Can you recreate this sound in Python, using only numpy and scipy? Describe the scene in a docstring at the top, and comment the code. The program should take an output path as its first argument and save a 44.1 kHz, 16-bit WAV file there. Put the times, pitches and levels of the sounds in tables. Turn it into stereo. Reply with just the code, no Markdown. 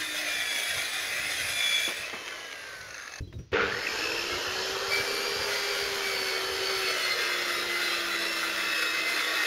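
"""A corded circular saw is cutting plywood: its motor hums, its teeth tear and its steel blade rings.
Near 2 s it leaves the wood with a knock, then slows down while its loose guard rattles.
At 3.2 s the scene jumps to the far end of the sheet. The motor kicks on and races up, its gears grinding.
Near 4.9 s the blade bites in again, and the load drags down the speed of motor, fan and blade together."""
import sys
import numpy as np
from scipy import signal
from scipy.fft import rfft, irfft, next_fast_len
from scipy.io import wavfile
from scipy.ndimage import uniform_filter1d, map_coordinates

SR = 44100
rng = np.random.default_rng(int(sys.argv[2]) if len(sys.argv) > 2 else 0)


def to_wav(sig):
    """Store sig (one row per channel, or 1-D mono) as 16-bit WAV at the path in sys.argv[1].

    Samples outside -1..1 are clipped; the rate is SR.
    """
    pcm = np.clip(np.atleast_2d(sig), -1, 1) * 32767
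    pcm = np.round(pcm).astype(np.int16)
    wavfile.write(sys.argv[1], SR, pcm.T)  # frames by channels


N = 417186

JUMP_S, SWITCH_ON_S = 3.2, 3.528  # the second scene begins; the trigger is pulled
GEAR_RATIO, TEETH = 41 / 8, 30  # motor turns for one blade turn; teeth on the blade
MAINS_PULSE_HZ = 100  # the current peaks twice in each mains cycle
USUAL_BITE_DB = -37  # how hard the teeth bite with an ordinary push


def amp(db):
    """Turn decibels into a gain, a number to multiply a sound by."""
    return 10 ** (np.asarray(db) / 20)

def unit(x):
    """Scale x to an average strength (rms) of 1."""
    return x / np.sqrt(np.mean(x ** 2) + 1e-20)

def along(points, hz):
    """Read between rows of (pitch_hz, value), with octaves evenly spaced."""
    pitches, values = np.transpose(points)
    return np.interp(np.log(hz + 1), np.log(pitches + 1), values)

def clock():
    """The time of every sample, in seconds."""
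    return np.arange(N) / SR

def curve(points):
    """Join rows of (time_s, value) with straight lines, one value a sample."""
    return np.interp(clock(), *np.transpose(points))

def ramp(start_s, length_s):
    """A gain that climbs from 0 to 1."""
    return np.clip((clock() - start_s) / length_s, 0, 1)

def blow(start_s, level_db, fade_s, rise_s):
    """A gain that rises quickly and dies away, losing 60 dB in fade_s."""
    return amp(level_db - 60 * np.maximum(clock() - start_s, 0) / fade_s) * ramp(start_s, rise_s)

def wobble(rate):
    """A smooth random curve through `rate` new values a second."""
    values = rng.standard_normal(int(N * rate / SR) + 4)
    coarse = np.arange(0, N + 32, 32)
    return np.interp(np.arange(N), coarse, map_coordinates(values, [coarse * rate / SR]))

def filtered(x, response):
    """Turn each frequency in x up or down by the gain response(hz)."""
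    size = next_fast_len(N + SR // 4, True)
    return irfft(rfft(x, size) * response(np.fft.rfftfreq(size, 1 / SR)), size)[..., :N]

def coloured(x, spectrum):
    """Shape x by rows of (pitch_hz, level_db), at strength 1."""
    return unit(filtered(x, lambda hz: amp(along(spectrum, hz))))

def resonate(x, notes):
    """Let x ring an object's own notes, rows of (pitch_hz, width_hz, level_db)."""
    def response(hz):
        return sum((-1) ** k * amp(db) * 1j * hz * width / (pitch ** 2 - hz ** 2 + 1j * hz * width)
                   for k, (pitch, width, db) in enumerate(notes))
    return unit(filtered(x, response))

def noise():
    """Fresh white noise."""
    return rng.standard_normal(N)

def tone(cycles):
    """A pure tone of strength 1 that follows a running count of cycles."""
    return np.sqrt(2) * np.sin(2 * np.pi * (cycles + rng.random()))

def throb(turns, depth):
    """A gain that swells once a turn."""
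    return 1 + depth * np.cos(2 * np.pi * turns)

def swaying(cycles, turns, depth):
    """A tone that gets louder and higher once a turn (louder and lower for negative turns)."""
    return throb(turns, depth) * tone(cycles + depth * np.sin(2 * np.pi * turns) / (2 * np.pi))

def per_turn(turns, renew_rate):
    """Noise that repeats with every turn of the blade while its pattern slowly changes."""
    steps = 512
    patterns = rng.standard_normal((200, steps))
    position = [clock() * renew_rate, turns % 1 * steps]
    return unit(map_coordinates(patterns, position, order=1, mode="grid-wrap"))

def patchy(x, depth_db):
    """Make narrow bands of pitch in x flare and fade at random."""
    bands = signal.stft(x, nperseg=1024)[2]
    flares = uniform_filter1d(rng.standard_normal(bands.shape), size=2, axis=0)
    flares = uniform_filter1d(flares, size=7, axis=1)
    return unit(signal.istft(bands * amp(depth_db * unit(flares)), nperseg=1024)[1][:N])

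def fan(turns, spectrum, mains_depth, turn_depth):
    """Cooling air and the motor's brushes hiss, pulsing with the mains and the gear wheel."""
    air = noise() + .4 * per_turn(turns, renew_rate=3)
    pulsing = air * throb(MAINS_PULSE_HZ * clock(), mains_depth) * throb(turns, turn_depth)
    return patchy(coloured(pulsing, spectrum), depth_db=2.8)

def motor(speed, turns, hum_db, whine_db, sway, slack):
    """The motor hums; its whine sways with each turn of the gear wheel and blurs in slack gears."""
    # the tones in the whine: multiple_of_motor_speed, level_db
    overtones = [(8, 1.5), (16, -1), (19, -22)]
    # how well the housing gives off the hum and the whine: pitch_hz, gain_db
    hum_response = [(240, -82), (292, -62.5), (308, -57), (338, -47.5), (362, -47), (386, -40.5),
                    (405, -39)]
    whine_response = [(3300, 0), (4700, -14), (5200, -4), (5600, 1), (7000, -9)]
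    rotor = turns * GEAR_RATIO
    hum = tone(rotor) + amp(-12) * tone(2 * rotor) + amp(-13) * tone(rotor + turns)
    play = (.002 + .036 * slack) * wobble(260)
    whine = sum(amp(db + 1.3 * wobble(12)) * swaying(multiple * (rotor + play), turns, sway)
                for multiple, db in overtones)
    whine = filtered(whine, lambda hz: amp(along(whine_response, hz)))
    hum_gain = amp(hum_db + along(hum_response, GEAR_RATIO * speed) + .8 * wobble(16) + 1.5 * wobble(60))
    return hum_gain * hum + amp(whine_db) * whine

def grabbing_db():
    """The level leaps each time the teeth grab the wood."""
    # the grabs: start_s, extra_db, fade_s
    grabs = [(4.92, 15.5, 0.086), (6.05, 12, 0.024), (6.88, 3, 0.049), (9.41, -1, .1)]
    return sum(db * ramp(start - .02, .036) * np.exp(-np.maximum(clock() - start, 0) / fade)
               for start, db, fade in grabs)

def teeth(turns, steady_gain):
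    """The passing teeth make a tone that swells into squeals; the blade's wobble makes it chatter."""
    # the teeth squeal: start_s, end_s, tone_db, octave_db
    squeals = [(0, 0.173, -46.5, -40), (.3, .72, -51, -45), (0.906, 1.0, -55, -43), (1.3, 1.38, -55, -43),
               (1.55, 1.88, -62, -34.5), (2.28, 2.866, -48, -74), (2.876, 3.05, -50, -74),
               (4.895, 5.02, -45, -52), (5.06, 5.45, -46, -49), (5.54, 5.82, -47, -45.5),
               (6.0, 6.38, -42, -49), (6.66, 6.77, -46, -43), (6.85, 6.93, -45, -36.5),
               (6.955, 6.99, -49, -37), (7.018, 7.055, -50, -34), (7.09, 7.14, -46, -36.5),
               (7.18, 7.58, -41, -51), (7.654, 7.8, -45, -60.5), (7.82, 7.993, -51, -38.5),
               (8.1, 8.27, -44, -38.5), (8.3, 8.45, -59, -48), (8.707, 8.92, -41, -42),
               (9.14, 9.46, -42, -51)]
    # the blade scrapes the side of its slot once a turn: start_s, end_s, level_db
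    scrapes = [(5.05, 5.898, -39.5), (6.103, 6.858, -37.5)]
    tone_gain = octave_gain = steady_gain
    for start, end, tone_db, octave_db in squeals:
        gate = ramp(start, .016) * (1 - ramp(end, .017))
        tone_gain = tone_gain + gate * amp(tone_db)
        octave_gain = octave_gain + gate * amp(octave_db)
    passes = TEETH * turns
    first = tone_gain * amp(1.8 * wobble(25)) * swaying(passes + .05 * wobble(70), -turns, .3)
    second = octave_gain * amp(2.5 * wobble(24)) * swaying(2 * passes + .07 * wobble(110), -turns, .3)
    fourth = octave_gain * amp(-12) * tone(4 * passes + .23 * wobble(130))
    scrape_gain = sum(amp(db) * ramp(start, .062) * (1 - ramp(end, .067)) for start, end, db in scrapes)
    scrape = unit(amp(3 * wobble(30)) * swaying(2 * passes + .11 * wobble(110), -turns, .85))
    return amp(grabbing_db()) * (first + second + fourth) + scrape_gain * scrape

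def tooth_strikes(turns, uneven_db, scatter_db):
    """One click a tooth: each tooth has its own height, each chip its own size."""
    height = rng.standard_normal(TEETH)
    chip = rng.standard_normal(N // 8)
    tooth = np.arange(1, int(turns[-1] * TEETH))
    at = np.interp(tooth, turns * TEETH, np.arange(N))
    size = amp(uneven_db * height[tooth % TEETH] + scatter_db * chip[tooth])
    nearby = at.astype(int)[:, None] + np.arange(-3, 5)  # a click can fall between samples
    pulses = (size - size.mean())[:, None] * np.sinc(nearby - at[:, None])
    return unit(np.bincount(np.clip(nearby, 0, N - 1).ravel(), pulses.ravel(), N))

def splinters(per_second, spread_db):
    """Splinters tick against the guard at random, a few much harder than the rest."""
    # the colour of a tick: pitch_hz, level_db
    spectrum = [(500, -20), (1500, -2.5), (2200, 5), (3500, -0.5), (6500, -1.5), (9000, -21), (15000, -20)]
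    fade_s = .0061
    when, size = rng.random((int(per_second * N / SR), 2)).T
    hits = np.bincount((when * N).astype(int), amp(-spread_db * np.log(size + .01)), N)
    t = np.arange(SR // 100) / SR
    tick = rng.standard_normal(len(t)) * amp(-60 * t / fade_s)
    return coloured(signal.oaconvolve(hits, tick)[:N], spectrum)

def blade_ring(drive, notes, sway_db):
    """Each note of the steel blade swells and fades by itself as the wood shifts its grip."""
    ring = 0
    for k, (hz, width, db) in enumerate(notes):
        note = signal.lfilter(*signal.iirpeak(hz, hz / width, SR), drive)
        ring += (-1) ** k * amp(db + sway_db * wobble(20)) * note
    return unit(ring)

def cutting(turns, rasp_spectrum, blade_notes, dust_spectrum, rasp_db, ring_db, dust_db, buzz_db):
    """Teeth tear the wood, ring the blade and throw a spray of dust."""
    # tones from the uneven teeth: multiple_of_blade_speed, level_db
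    buzz_tones = [(18, -1), (23, -4.5), (27, -2), (28, -1.5), (29, -5), (31, -10), (33, -8), (42, -3)]
    grain = amp(.8 * wobble(22) + .6 * wobble(70))  # hard and soft spots in the wood
    gouging = noise() + .55 * per_turn(turns, renew_rate=5)  # the same teeth come round each turn
    tearing = tooth_strikes(turns, uneven_db=.5, scatter_db=1) + .99 * gouging * throb(turns, .17)
    fibres = patchy(coloured(tearing, rasp_spectrum), depth_db=4)
    rasp = fibres + amp(-9.5) * splinters(per_second=400, spread_db=3.5)
    buzz = sum(amp(db + 2.5 * wobble(7)) * tone(multiple * turns + .064 * wobble(70))
               for multiple, db in buzz_tones)
    ring = blade_ring(gouging, blade_notes, sway_db=3)
    spray = noise() * amp(.83 * wobble(900)) * throb(turns, .071)
    dust = coloured(spray, dust_spectrum) * amp(1.6 * wobble(12))
    return grain * (amp(rasp_db) * rasp + amp(buzz_db) * buzz + amp(ring_db) * ring + amp(dust_db) * dust)

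def near_cut():
    """The saw finishes a cut, comes free and coasts with a rattling guard."""
    # a harder push slows the blade: time_s, turns_per_s
    speeds = [(0, 60.2), (.22, 59.2), (.55, 55.85), (.77, 56.05), (1.06, 60.55), (1.24, 60.65), (1.4, 59.1),
              (1.71, 56.8), (2.29, 57.6)]
    # how hard the teeth bite and the loaded gears whine: time_s, level_db
    bite = [(0, -40), (.35, -38), (.65, -37), (1.0, -39), (1.4, -38), (1.8, -37.5), (1.91, -39),
            (1.95, -40.5), (2.1, -43)]
    whine = [(0, -47), (.22, -56), (.28, -34), (.42, -39.5), (.58, -42), (.95, -47), (1.3, -51),
             (1.56, -36), (1.76, -33.5), (1.9, -39), (2.3, -75)]
    # the colours of fan air, tearing wood and dust: pitch_hz, level_db
    air_spectrum = [(150, -23), (400, -5.5), (600, -5), (850, -9), (1150, -3.5), (1500, -3.5), (2100, -0.5),
                    (2750, -9), (3300, -8), (4500, -6.5), (6700, -10), (7700, -23), (10000, -8.5),
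                    (15000, -23.5)]
    rasp_spectrum = [(150, -19.5), (330, -25), (620, -1.5), (800, -5.5), (950, -58), (1400, 0.5), (2000, 7),
                     (2650, -1.5), (3050, -7), (3900, -3.5), (5200, -4.5), (7000, -12.5), (9000, -9)]
    dust_spectrum = [(4000, -42), (7000, -4), (8600, -10), (9700, 9), (11000, 3), (12500, -4), (15500, -17)]
    # the blade's own notes: pitch_hz, width_hz, level_db
    blade_notes = [(1403, 15, -14), (2353, 110, -3), (2560, 88, -7.5), (2730, 50, -6), (3260, 35, -3),
                   (3440, 73, -1.5), (3590, 80, -3.5), (3880, 28, 0), (4066, 36, -6), (4690, 150, -5.5),
                   (5150, 106, -8), (5400, 50, -13), (5940, 61, -10), (6180, 46, -3), (6610, 74, -7.5),
                   (7900, 70, -1.5), (8300, 45, -6), (9800, 120, -0.5), (10000, 40, -14), (11150, 91, -8)]
    exit_s, switch_off_s, coast_s = 1.74, 2.295, 3.81
    speed = curve(speeds) * np.exp(-np.maximum(clock() - switch_off_s, 0) / coast_s)
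    turns = np.cumsum(speed * (1 + .00178 * wobble(20))) / SR
    bite_db = curve(bite) - USUAL_BITE_DB
    free, coasting = ramp(exit_s, .43), ramp(switch_off_s, .83)
    draught = (speed / speed[0]) ** 2.15  # the fan's air dies with the speed
    air = draught * amp(-39) * fan(turns, air_spectrum, .21 * (1 - coasting), .1 + .06 * coasting)
    wood = cutting(turns, rasp_spectrum, blade_notes, dust_spectrum,
                   rasp_db=-33 + bite_db, ring_db=-33 + .99 * bite_db,
                   dust_db=-34 + 3 * bite_db, buzz_db=-60 + bite_db)
    loose_parts = guard(turns) + free * whirr(turns)
    drive = motor(speed, turns, hum_db=5 - 9 * ramp(.28, .6), whine_db=curve(whine),
                  sway=.37, slack=.12 + .97 * free)
    saw = air + loose_parts + drive + teeth(turns, amp(-53) * (1 - free))
    return (saw + wood * (1 - ramp(2.003, .14))) * (1 - ramp(JUMP_S - .004, .0078))

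def background():
    """The room's low, wavering rumble and a faint hiss, in stereo."""
    # the rumble's strength: time_s, level_db
    levels = [(0, -61.5), (1.4, -56.5), (2.3, -66.5), (3.1, -61.5), (3.5, -65), (5.6, -55), (6.1, -62.5),
              (8.1, -62), (9.46, -76)]
    # its colour: pitch_hz, level_db
    spectrum = [(25, -39), (60, 5), (100, 6), (200, -5), (500, -21), (1500, -48)]
    rumble = amp(curve(levels) + 4.9 * wobble(6.7)) * coloured(rng.standard_normal((2, N)), spectrum)
    hiss = coloured(rng.standard_normal((2, N)), [(200, -2), (1500, 3), (6000, 4.5), (9000, -36)])
    return rumble + amp(-64) * hiss

def metal_notes():
    """The steel blade and its guard ring with brief, high metallic notes."""
    # the ringing notes: start_s, end_s, pitch_hz, level_db
    notes = [(0.17, .36, 6207, -45), (.31, .42, 3450, -36.5), (.46, .57, 3390, -37), (.57, .72, 3372, -39),
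             (.76, .88, 3810, -45), (1.1, 1.3, 2575, -41), (1.55, 1.84, 3419, -35), (1.57, 1.82, 6212, -42),
             (1.6, 1.87, 6545, -49), (1.968, 2.3, 2614, -45), (2.54, 2.64, 2700, -52),
             (3.07, 3.16, 2600, -51), (4.95, 5.9, 5729, -49), (5.45, 5.7, 6336, -48),
             (4.92, 5.7, 9410, -52), (5.48, 5.62, 2020, -43), (6.98, 7.05, 3430, -40),
             (7.17, 7.4, 3425, -41), (7.07, 7.19, 5101, -37.5), (7.53, 7.62, 3820, -41),
             (7.75, 7.95, 3790, -46), (7.64, 7.76, 2047, -39), (7.9, 8.02, 3240, -41),
             (8.66, 8.93, 3785, -40), (9.24, 9.46, 2052, -41), (9.24, 9.4, 1900, -40),
             (9.372, 9.46, 1863, -31.5)]
    rise_s, fall_s = .016, .069
    ringing, jitter = np.zeros(N), .07 * wobble(120)
    for start, end, hz, db in notes:
        gate = ramp(start, rise_s) * (1 - ramp(end, fall_s))
        ringing += amp(db) * gate * tone(hz * clock() + jitter)
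    return ringing * amp(1.8 * wobble(22) - 1)

def thuds(events, spectrum, channels):
    """Short dull blows, each a puff of noise that dies away."""
    gain = sum(blow(start, db, fade, rise_s=.0034) for start, db, fade in events)
    return gain * coloured(rng.standard_normal((channels, N)), spectrum)

def bumps():
    """Bumps on the microphone and the bench make deep thuds, in stereo."""
    # the bumps: start_s, level_db, fade_s
    events = [(.761, -40, 0.15), (1.197, -42, 0.22), (1.992, -36, 0.12), (3.205, -27, 0.24),
              (3.27, -39, 0.51), (3.335, -32, 0.42), (3.387, -34, 0.17), (3.519, -36, 0.22),
              (3.62, -37, 0.57), (3.72, -39, 0.32), (4.321, -37, 0.33), (4.47, -38, 0.16),
              (4.72, -40, 0.24), (4.879, -45, 0.41), (5.0, -37, .15), (5.362, -44, 0.59), (6.143, -44, .2),
              (6.763, -40, 0.26)]
    # their colour: pitch_hz, level_db
    spectrum = [(25, -34), (60, -5), (105, -1.5), (200, -16), (400, -19.5), (800, -45), (3000, -53)]
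    return amp(-2.5) * thuds(events, spectrum, channels=2)

def whirr(turns):
    """Out of the wood the gears run loose, and their rough tones sink with the speed."""
    # the gears' tones: multiple_of_blade_speed, level_db, end_s
    tones = [(11, -57, 2.82), (54, -49.5, 2.5), (36, -55, 2.76), (76, -64, 2.65)]
    return sum(amp(db + 3 * wobble(90)) * (1 - ramp(end, .19)) * tone(multiple * turns + .22 * wobble(220))
               for multiple, db, end in tones)

def knocks():
    """The saw's base plate and guard knock on the sheet."""
    # the knocks: start_s, level_db, fade_s
    events = [(1.876, -23.5, 0.22), (2.128, -27.5, 0.36), (2.32, -42, 0.073), (3.325, -36.5, 0.06),
              (3.385, -49, 0.18), (3.517, -30, 0.091)]
    spectrum = [(90, -12), (200, 3), (450, 9), (1000, .5), (1700, 4.5), (3000, .5), (8000, -18)]
    return amp(-7.5) * thuds(events, spectrum, channels=1)[0]

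def guard(turns):
    """Splinters tick inside the loose guard; then it brushes the blade once a turn and rattles on it."""
    # the guard strikes the blade: start_s, level_db
    hits = [(2.726, -40), (2.811, -31), (2.9065, -35), (2.943, -28.5), (2.9604, -36), (2.9798, -32),
            (2.9983, -34), (3.0207, -34), (3.0367, -34), (3.0581, -36), (3.0766, -33), (3.121, -33),
            (3.137, -33), (3.1569, -32), (3.1858, -32)]
    # the guard's own notes: pitch_hz, width_hz, level_db
    notes = [(1720, 120, 0), (2640, 69, -6), (4170, 260, -8), (6350, 110, -1)]
    brushing = amp(-52) * ramp(2.7, .5) * unit(throb(turns, .86) ** 4 * amp(3.6 * wobble(50)))
    rattle = sum(blow(start, db, fade_s=.03, rise_s=.0017) for start, db in hits)
    grit = amp(-47.5) * ramp(1.96, .1) * (1 - ramp(2.5, .5)) * splinters(per_second=130, spread_db=5.5)
    return (brushing + rattle) * resonate(noise(), notes) + grit

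def clinks():
    """The base plate, guard and clamps clink, each time on one rough metal note."""
    # the clinks: start_s, pitch_hz, level_db, fade_s
    events = [(1.965, 3490, -31, .12), (2.03, 2530, -33, 0.21), (2.318, 1500, -34.5, .1),
              (3.23, 4000, -54, 0.22), (3.272, 3250, -58, 0.23), (3.335, 3820, -52, 0.14),
              (3.385, 5770, -54, 0.23), (3.588, 1430, -24.5, 0.26)]
    return sum(blow(start, db, fade, rise_s=.006) * tone(hz * clock() + .14 * wobble(250))
               for start, hz, db, fade in events)

def kick():
    """At switch-on a rush of current jolts the housing with each mains pulse and chatters the gears."""
    # the housing's own notes: pitch_hz, width_hz, level_db
    notes = [(185, 27, -23.5), (304, 7.6, -16.5), (389, 11, -2.5), (464, 25, -0.5), (571, 10, -9)]
    def surge(hold_s, fall_db_per_s=76):
        fading_s = np.maximum(clock() - SWITCH_ON_S - hold_s, 0)
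        return ramp(SWITCH_ON_S, .0047) * amp(-fall_db_per_s * fading_s)
    jolts = unit(throb(MAINS_PULSE_HZ * clock(), 1) ** 8)
    housing = resonate(jolts * (1 + .5 * wobble(150)) + 4 * noise(), notes)
    # the colour of the chattering gears: pitch_hz, level_db
    spectrum = [(400, -13), (700, 0.5), (1050, -1), (1450, 11.5), (1800, 4), (2400, 4), (4000, -5),
                (6800, -19.5), (9000, -60)]
    chatter = coloured(noise() * (1 + .29 * jolts), spectrum)
    return amp(-25) * surge(hold_s=.018) * housing + amp(-27.5) * surge(hold_s=.097) * chatter

def far_cut():
    """The saw races up in free air, then the blade meets the wood, which drags the speed down."""
    # a harder push slows the blade: time_s, turns_per_s
    speeds = [(4.9, 77.1), (5.43, 79.25), (5.85, 78.2), (6.05, 76.7), (6.33, 74.1), (6.58, 75.15),
              (6.75, 75.2), (7.12, 70.85), (7.5, 68.25), (7.8, 68.1), (8.4, 64.9), (8.9, 62.7),
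              (9.46, 62.15)]
    # how hard the teeth bite and the loaded gears whine: time_s, level_db
    bite = [(4.9, -36), (5.3, -42), (5.55, -33.5), (5.85, -36.5), (6.3, -36.5), (6.53, -40.5), (6.88, -35),
            (7.1, -35), (7.45, -36.5), (7.64, -37.5), (7.9, -33), (8.1, -35), (8.45, -35.5), (8.8, -34.5),
            (9.2, -35), (9.46, -33.5)]
    whine = [(4.3, -48), (5.5, -53), (5.75, -46.5), (6.2, -47), (6.95, -43.5), (7.3, -49), (7.9, -57),
             (8.3, -39.5), (8.5, -48), (8.65, -37), (9.05, -38.5), (9.32, -47), (9.46, -41)]
    # the motor's hum swells and fades: time_s, extra_db
    hum = [(4.3, 3), (4.75, -2), (5.1, -2.5), (5.7, -2), (6.3, 0.5), (6.68, 2), (6.85, 2), (6.98, -4.5),
           (7.4, 2.5)]
    # the colours of fan air, tearing wood and dust: pitch_hz, level_db
    air_spectrum = [(150, -16), (260, -10), (480, 4.5), (700, -6), (1100, -2), (1600, 1.5), (1830, 0),
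                    (1960, -4.5), (2300, -5.5), (2650, -2.5), (2850, -2.5), (3150, -1.5), (3680, -6),
                    (4200, -1), (4650, -2.5), (4950, -4.5), (5220, 3), (5600, -8), (6800, -7.5),
                    (8000, -17.5), (12300, -11.5), (15000, -28)]
    rasp_spectrum = [(150, -38), (350, -14.5), (680, -2.5), (820, -47), (1060, -16), (1300, 2), (1650, -3),
                     (2000, 1), (2300, -1.5), (2700, -8.5), (3050, -6), (4200, -1), (6000, -10),
                     (9000, -13)]
    dust_spectrum = [(4000, -39), (7000, 5), (9500, 18.5), (12500, 19), (14000, -24.5), (15500, -44.5)]
    # the blade's own notes: pitch_hz, width_hz, level_db
    blade_notes = [(1224, 29, -7), (1390, 37, 4), (1548, 50, -2.5), (1784, 83, -0.5), (2062, 38, 1),
                   (2350, 110, -7), (2624, 150, -3.5), (3220, 45, -3.5), (3473, 85, -2.5), (3850, 34, -4.5),
                   (4050, 27, -7), (4460, 85, -7.5), (5180, 58, -6), (6100, 72, -9.5), (6800, 44, -14.5),
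                   (9130, 200, -12), (10960, 150, -11)]
    entry_s, free_turns_per_s, half_speed_s = 4.885, 89.5, .226
    running_s = np.maximum(clock() - SWITCH_ON_S, 0)
    run_up = free_turns_per_s * running_s / (running_s + half_speed_s)
    speed = np.where(clock() < entry_s, run_up, curve(speeds))
    turns = np.cumsum(speed * (1 + .000859 * wobble(20))) / SR
    touching, sunk = ramp(entry_s, .023), ramp(entry_s, 2)  # the blade takes a while to sink in
    bite_db = curve(bite) - USUAL_BITE_DB
    draught = np.minimum(speed / 60, 1) ** 2.2  # the fan needs speed to move air
    air_db = -31 - 4.9 * ramp(5.3, 2.8)  # the slot in the wood slowly muffles it
    air = draught * amp(air_db) * fan(turns, air_spectrum, mains_depth=.13, turn_depth=.059)
    wood = cutting(turns, rasp_spectrum, blade_notes, dust_spectrum,
                   rasp_db=-34.5 + .67 * grabbing_db() + bite_db - 4.2 * (1.5 - sunk),
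                   ring_db=-36 + bite_db - 22 * (1 - sunk),
                   dust_db=-42 + .16 * bite_db, buzz_db=-46 + .5 * bite_db - 2.8 * (1.5 - sunk))
    drive = motor(speed, turns, hum_db=curve(hum), whine_db=curve(whine),
                  sway=.41, slack=.073 + .85 * (1 - ramp(3.8, .84)))
    saw = air + grind(turns) + drive + teeth(turns, amp(-52.5) * touching)
    return (saw + wood * touching) * ramp(SWITCH_ON_S, .0094)

def grind(turns):
    """As the motor races up, the slack gears grind at a rising pitch and ring their case."""
    # the grinding's strength: time_s, level_db
    levels = [(3.62, -44), (3.73, -32), (3.79, -33), (3.82, -37), (3.87, -30.5), (3.92, -41), (4.05, -38),
              (4.17, -34.5), (4.26, -41), (4.5, -39), (4.9, -75)]
    # how the gear case rings: pitch_hz, gain_db
    case_response = [(1500, -5), (1850, 3), (2100, -3), (2400, -5), (2630, 5.5), (2900, -6), (4900, -1),
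                     (5250, 9), (5550, -13)]
    contacts = 8 * GEAR_RATIO * turns  # gear teeth meet 8 times a motor turn
    first = tone(contacts + .3 * wobble(330))
    octave = tone(2 * contacts + .3 * wobble(330))
    clash = unit(throb(turns, .5) ** 2 * amp(3 * wobble(160)))
    gears = amp(curve(levels)) * clash * (first + amp(-8) * ramp(3.85, .15) * octave)
    return filtered(gears, lambda hz: amp(along(case_response, hz)))

def strain():
    """Under heavy load the motor's coils hum at twice the mains pulse rate."""
    loaded = ramp(7.09, .54) * (1 - ramp(8.7, .21))
    return amp(-59 + 1.4 * wobble(7.8)) * loaded * tone(2 * MAINS_PULSE_HZ * clock())

def workshop(x):
    """Bass reaches left and right alike; treble comes scattered from bench and walls."""
    # how long the echo takes to lose 60 dB: pitch_hz, fade_s
    echo_times = [(200, 0.46), (2000, 0.2), (10000, 0.23)]
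    # how alike left and right are: pitch_hz, likeness (1 = the same)
    likeness = [(130, 0.91), (300, 0.99), (700, 0.92), (1400, 0.66), (2400, 0.59), (3300, 0.19),
                (7000, -0.097), (15000, -0.13)]
    hz, t, bands = signal.stft(rng.standard_normal((2, SR // 5)), SR, nperseg=256)
    fading = amp(-60 * t / along(echo_times, hz)[:, None])
    tail = signal.istft(bands * fading, SR, nperseg=256)[1][0]
    echo = signal.fftconvolve(x, tail / np.linalg.norm(tail))[:N]
    def spread(hz):
        return np.arccos(np.clip(along(likeness, hz), -1, 1)) / 2
    middle = filtered(x, lambda hz: np.cos(spread(hz)))
    side = filtered(echo, lambda hz: np.sin(spread(hz)))
    return np.array([middle + side, middle - side])

def scene():
    """Both cuts sound in the workshop, over rumble, hiss and bumps."""
    knocking = knocks()
    backdrop = background() + bumps()
    saw = near_cut() + far_cut() + kick() + metal_notes() + strain() + knocking + clinks()
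    return amp(.5) * workshop(saw) + backdrop

def record(dry):
    """The microphone's opening cuts a notch in the treble; nothing passes above top_hz."""
    # the microphone's response: pitch_hz, gain_db
    response = [(6900, 0), (7500, -2.5), (8000, -12), (8600, -2.5), (9300, -5.5)]
    top_hz = 15700
    return filtered(dry, lambda hz: amp(along(response, hz)) * (hz < top_hz))


dry = scene()
out = record(dry)
to_wav(out)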